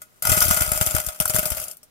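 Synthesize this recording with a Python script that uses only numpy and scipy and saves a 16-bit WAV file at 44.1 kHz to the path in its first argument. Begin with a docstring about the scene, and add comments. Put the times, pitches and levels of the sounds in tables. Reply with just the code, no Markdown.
"""In a quiet kitchen, dry corn kernels are poured into an oiled metal pan close to the microphone:
one long rush, a short second one, and then the last kernels settle. Each kernel gives a bright
tick, a duller knock and a short ring of the pan, and lighter bounces rattle in between.
During the heaviest hits, low thuds reach the left microphone."""
import sys
import numpy as np
from scipy import signal
from scipy.fft import rfft, irfft
from scipy.io import wavfile

SR = 44100
rng = np.random.default_rng(int(sys.argv[2]) if len(sys.argv) > 2 else 0)


def bounce(signal):
    """Save signal as a 16-bit WAV file at the path given by the first command-line argument."""
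    frames = np.transpose(np.atleast_2d(signal))
    limited = np.clip(frames, -1, 1)
    pcm = np.round(limited * 32767).astype(np.int16)
    wavfile.write(sys.argv[1], SR, pcm)


N = 83790
HZ = np.fft.rfftfreq(2 * N, 1 / SR)  # the frequencies of every tone curve
RING_T = np.arange(5120) / SR  # seconds since a hit
TOP_HZ = 15850


def amp(db):
    """Turns decibels into a gain."""
    return 10 ** (np.asarray(db) / 20)


def tone_curve(points):
    """Joins (Hz, dB) points into a curve of level against frequency."""
    hz, db = np.transpose(points)
    return np.interp(np.log(HZ + 1), np.log(hz), db)


def keep_power(db):
    """Shifts a tone curve so that it leaves the power of white noise unchanged."""
    return db - 10 * np.log10(np.mean(amp(db) ** 2))


def colour(x, db):
    """Filters a sound by a tone curve, with no ringing ahead of a hit."""
    log_gain = np.log(amp(db))
    phase = -signal.hilbert(np.r_[log_gain, log_gain[-2:0:-1]]).imag[:len(HZ)]
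    return irfft(rfft(x, 2 * N) * np.exp(log_gain + 1j * phase))[..., :N]


def add(mix, start, sound):
    """Mixes a sound in at a start time in seconds."""
    part = mix[:, max(round(start * SR), 0):][:, :sound.shape[1]]
    part += sound[:, :part.shape[1]]


def kitchen_hiss():
    """The room's faint, steady hiss."""
    # The tone of the hiss. Each row: frequency in Hz, relative level in dB.
    hiss_tone = [(30, -12), (160, -10), (700, -19), (3800, -26), (15000, -28.5)]
    hiss = colour(rng.standard_normal((2, N)), tone_curve(hiss_tone))
    return amp(-60.5) * hiss / np.sqrt(np.mean(hiss ** 2))


def kernel_hits(bounces=520):
    """Lists every time a kernel strikes the pan: the clear hits, then light random bounces."""
    # The clear hits. Each row: start in seconds, relative tick and knock levels in dB.
    clear_hits = [(0.0174, -27.5, -42), (0.2227, -11.5, -32), (0.2517, -18.5, -23), (0.2703, -8, -22),
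                  (0.2947, -7.5, -21.5), (0.3004, -10, -21.5), (0.3172, -5, -32.5), (0.3244, -9.5, -18.5),
                  (0.3454, -13, -23.5), (0.3686, -12, -57), (0.3745, -8.5, -18.5), (0.4048, -5, -56),
                  (0.4182, -7, -17.5), (0.4231, -4.5, -21.5), (0.4514, -8.5, -69), (0.4813, -7.5, -36),
                  (0.5097, -4, -16.5), (0.5427, -11.5, -32), (0.5711, -12, -22.5), (0.608, -7, -24.5),
                  (0.6189, -8.5, -21.5), (0.717, -7.5, -22), (0.7622, -17, -32), (0.7751, -12, -25),
                  (0.8114, -6, -17), (0.8231, -11.5, -25), (0.8629, -8, -29), (0.8704, -11.5, -22),
                  (0.9088, -13.5, -27.5), (0.9488, -9.5, -25), (0.9644, -15, -20.5), (0.9822, -16, -25),
                  (1.0004, -15.5, -28), (1.0635, -14, -66), (1.0862, -16, -27), (1.2008, -9, -24),
                  (1.2076, -13, -20), (1.2204, -13.5, -27), (1.254, -12, -24.5), (1.2775, -10.5, -33.5),
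                  (1.2965, -10, -25), (1.3034, -15, -26), (1.3362, -15.5, -27), (1.3448, -10, -25),
                  (1.3534, -13.5, -22.5), (1.3618, -8.5, -20), (1.3845, -10, -22), (1.3914, -10, -21),
                  (1.4292, -16.5, -23.5), (1.4549, -8, -27), (1.502, -10, -33), (1.5176, -15.5, -24.5),
                  (1.5693, -15.5, -30.5), (1.5808, -32, -29), (1.5995, -16.5, -48), (1.6154, -22, -31.5),
                  (1.6387, -19.5, -54), (1.6805, -22, -41), (1.7115, -21, -70), (1.7688, -34, -77.5),
                  (1.8303, -33.5, -54)]
    # How the rattle swells and fades. Each row: time in seconds, relative level in dB.
    rattle = [(.215, -54), (.235, -16), (.29, -13.5), (.55, -13.5), (.68, -16.5), (1.0, -21), (1.18, -34),
              (1.24, -28), (1.37, -20), (1.45, -21), (1.62, -23.5), (1.73, -36), (1.77, -65)]
    delay, size = rng.random((2, bounces))
    starts = (np.arange(bounces) + 2 * delay) / bounces * N / SR
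    scatter_db = 5.5 * (np.minimum(-np.log(size), 2) - 1)
    tick_db = np.interp(starts, *np.transpose(rattle)) - 6 + scatter_db
    knock_db = tick_db - 11
    return np.vstack([clear_hits, np.c_[starts, tick_db, knock_db]])


def wall_tones(spacing_hz=85.15):
    """The many close, weak tones at which the pan wall vibrates, one row each."""
    steps = np.arange(int(TOP_HZ / spacing_hz))
    place, phase = rng.random((2, len(steps)))
    hz = (steps + place) * spacing_hz
    return np.sin(2 * np.pi * (hz[:, None] * RING_T + phase[:, None])) * np.sqrt(2 / len(steps))


def shiver(noise, spacing_hz=452.4, spread_db=7.5):
    """Gives one hit its own pitch by lifting and lowering random frequency bands."""
    hz = np.fft.rfftfreq(noise.shape[1], 1 / SR)
    heights = np.clip(rng.standard_normal(len(hz)), -2, 2)
    db = spread_db * np.interp(hz / spacing_hz, np.arange(len(hz)), heights)
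    return irfft(rfft(noise) * amp(keep_power(db)), noise.shape[1])


def clatter(starts, levels_db, walls, t60, tail_db, tail_t60, right_db=0, tail_right_db=0):
    """Each hit sets off a brief shiver and a tail of wall tones, which the piling corn damps."""
    attack_s, right_lag_s, ear_likeness, wall_db_per_s = 0.00049, 0.000295, 0.72, -1
    out, t = np.zeros((2, N)), RING_T
    weights = rng.standard_normal((len(starts), 2, len(walls)))
    tail_fade = amp(tail_db - 60 * t / tail_t60)  # a t60 is the seconds taken to fade by 60 dB
    tails = (weights @ walls) * amp([[0], [tail_right_db]]) * tail_fade
    for start, db, tail in zip(starts, levels_db, tails):
        glancing = rng.random()  # a glancing blow starts more softly and lasts longer
        rise = 1 - np.exp(-t / (attack_s * 3.73 ** glancing))
        fall = amp(-60 * t / (t60 * 2 ** (glancing - 0.5)))
        left, other = shiver(rng.standard_normal((2, len(t))))
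        delayed = np.roll(left, round(right_lag_s * SR))
        right = ear_likeness * delayed + np.sqrt(1 - ear_likeness ** 2) * other
        direct = np.array([left, amp(right_db + 1.5 * rng.standard_normal()) * right])
        add(out, start, amp(db) * rise * (fall * direct + amp(wall_db_per_s * start) * tail))
    return out


def ticks(hits, walls, peak_width_hz=316):
    """Hard shells on metal: a bright clatter, lifted where the pan rings in the treble."""
    # The tone of a tick. Each row: frequency in Hz, relative level in dB.
    tick_tone = [(500, -51), (2500, -17.5), (3900, -15.5), (4700, -5.5), (7000, -3.5), (13000, 0),
                 (14200, -11.5), (15700, -10)]
    # The pan's broad, high resonances. Each row: frequency in Hz, lift in dB.
    peaks = [(7350, 5), (8740, 10.5), (9850, 6.5), (10850, 5), (11930, 7.5), (13280, 10), (14620, 18.5)]
    sheen = sum(db / (1 + (2 * (HZ - hz) / peak_width_hz) ** 2) for hz, db in peaks)
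    strikes = clatter(hits[:, 0], hits[:, 1], walls, t60=0.02, tail_db=-13, tail_t60=0.092,
                      right_db=-14, tail_right_db=-1.5)
    return amp(3) * colour(strikes, keep_power(tone_curve(tick_tone) + sheen))


def knocks(hits, walls):
    """Each kernel's weight lands on the pan floor: a duller clatter with its bass on the left."""
    # The tone of a knock. Each row: frequency in Hz, relative level in dB.
    knock_tone = [(60, -3.5), (150, -1.5), (480, -15.5), (700, 3), (1000, -6), (1400, 4), (1750, -6.5),
                  (3300, -7.5), (4000, -17), (8000, -17)]
    # Extra filtering on the right. Each row: frequency in Hz, gain in dB.
    right_tone = [(200, -57), (480, -45.5), (650, 1), (1700, -10), (2300, 4.5)]
    strikes = clatter(hits[:, 0], hits[:, 2], walls, t60=0.017, tail_db=-13.5, tail_t60=0.11)
    left, right = colour(strikes, keep_power(tone_curve(knock_tone)))
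    return amp(4.5) * np.array([left, colour(right, tone_curve(right_tone))])


def pan_ring(hits, t60=0.115, tick_share=0.27):
    """Every hit rings the same strong tones, each pushed in or out by where the kernel lands."""
    # The pan's strong tones. Each entry: frequency in Hz.
    pan_hz = np.array([618, 1274, 1437, 2030, 2260, 2550, 5010, 6002, 7397, 11959])
    # Their strengths. Each row: relative level in dB, gain on the right (negative flips the wave).
    strengths = [(3.5, 0.61), (3, -2.5), (12, -0.31), (5, 0.1), (-5, 0.66), (0, 0.2), (-2.5, 0.36),
                 (-1, 1.37), (-0.5, 2), (-5, -3)]
    tone_db, right_gain = np.transpose(strengths)
    tones = np.sin(2 * np.pi * pan_hz[:, None] * RING_T) * amp(tone_db[:, None] - 60 * RING_T / t60)
    pushes = rng.choice([-1, 1], (len(hits), len(pan_hz)))
    # As corn covers the pan floor, the upper tones fade and the lowest takes over.
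    filling_db_per_s = np.where(pan_hz > pan_hz.min(), -6.5, 2.5)
    out = np.zeros((2, N))
    for (start, tick_db, knock_db), push in zip(hits, pushes):
        db = -14.5 + knock_db + tick_share * (tick_db - knock_db) + filling_db_per_s * start
        add(out, start, amp(db) * np.array([push, push * right_gain]) @ tones)
    return out


def thuds(hits, rise_cycles=0.34, right_db=-46, low_cut_hz=31.5):
    """Low pulses on the left: heavy thuds, each with a higher slap, and a small bump under every hit."""
    # The heavy thuds. Each row: start in seconds, relative level in dB, pitch in Hz.
    heavy = [(0.287, -20.5, 77), (.314, -16, 86), (0.373, -17.5, 164), (0.454, -22.5, 82),
             (0.48, -21.5, 98), (0.501, -21.5, 67.5), (.609, -18, 74), (0.675, -26.5, 52.6),
             (0.715, -24, 75), (.752, -31, 60), (0.81, -20, 93), (0.865, -26, 107), (0.943, -16.5, 92.4),
             (1.068, -28, 51.3), (1.203, -21.5, 172), (1.298, -26.5, 104), (1.343, -21, 122),
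             (1.386, -24, 160), (1.46, -28.5, 133), (1.513, -24, 62)]
    slaps = [(start + 0.004, db - 6, 2.9 * hz) for start, db, hz in heavy]
    # The bumps merge into an uneven rumble.
    bumps = [(start, 2.5 + 1.46 * knock_db, 90.6 * 2 ** rng.uniform(-0.87, 1))
             for start, _, knock_db in hits]
    out = np.zeros((2, N))
    for start, db, hz in list(heavy) + slaps + bumps:
        age = RING_T * hz / rise_cycles
        pulse = -age * np.exp(1 - age) * np.sin(2 * np.pi * hz * RING_T)  # lasts about two cycles
        add(out, start, amp([[db], [db + right_db]]) * pulse)
    return amp(4) * signal.lfilter(*signal.butter(2, low_cut_hz, "high", fs=SR), out)


def scene():
    """Mixes the kernels in the pan, the thuds and the quiet kitchen."""
    hits, walls = kernel_hits(), wall_tones()
    return ticks(hits, walls) + knocks(hits, walls) + pan_ring(hits) + thuds(hits) + kitchen_hiss()


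def record(dry):
    """Clips any peak above full scale, then cuts the highest treble."""
    low_pass = signal.firwin(255, TOP_HZ, window=("kaiser", 8), fs=SR)
    return signal.oaconvolve(np.clip(dry, -1, 1), low_pass[None], "same")


dry = scene()
out = record(dry)
bounce(out)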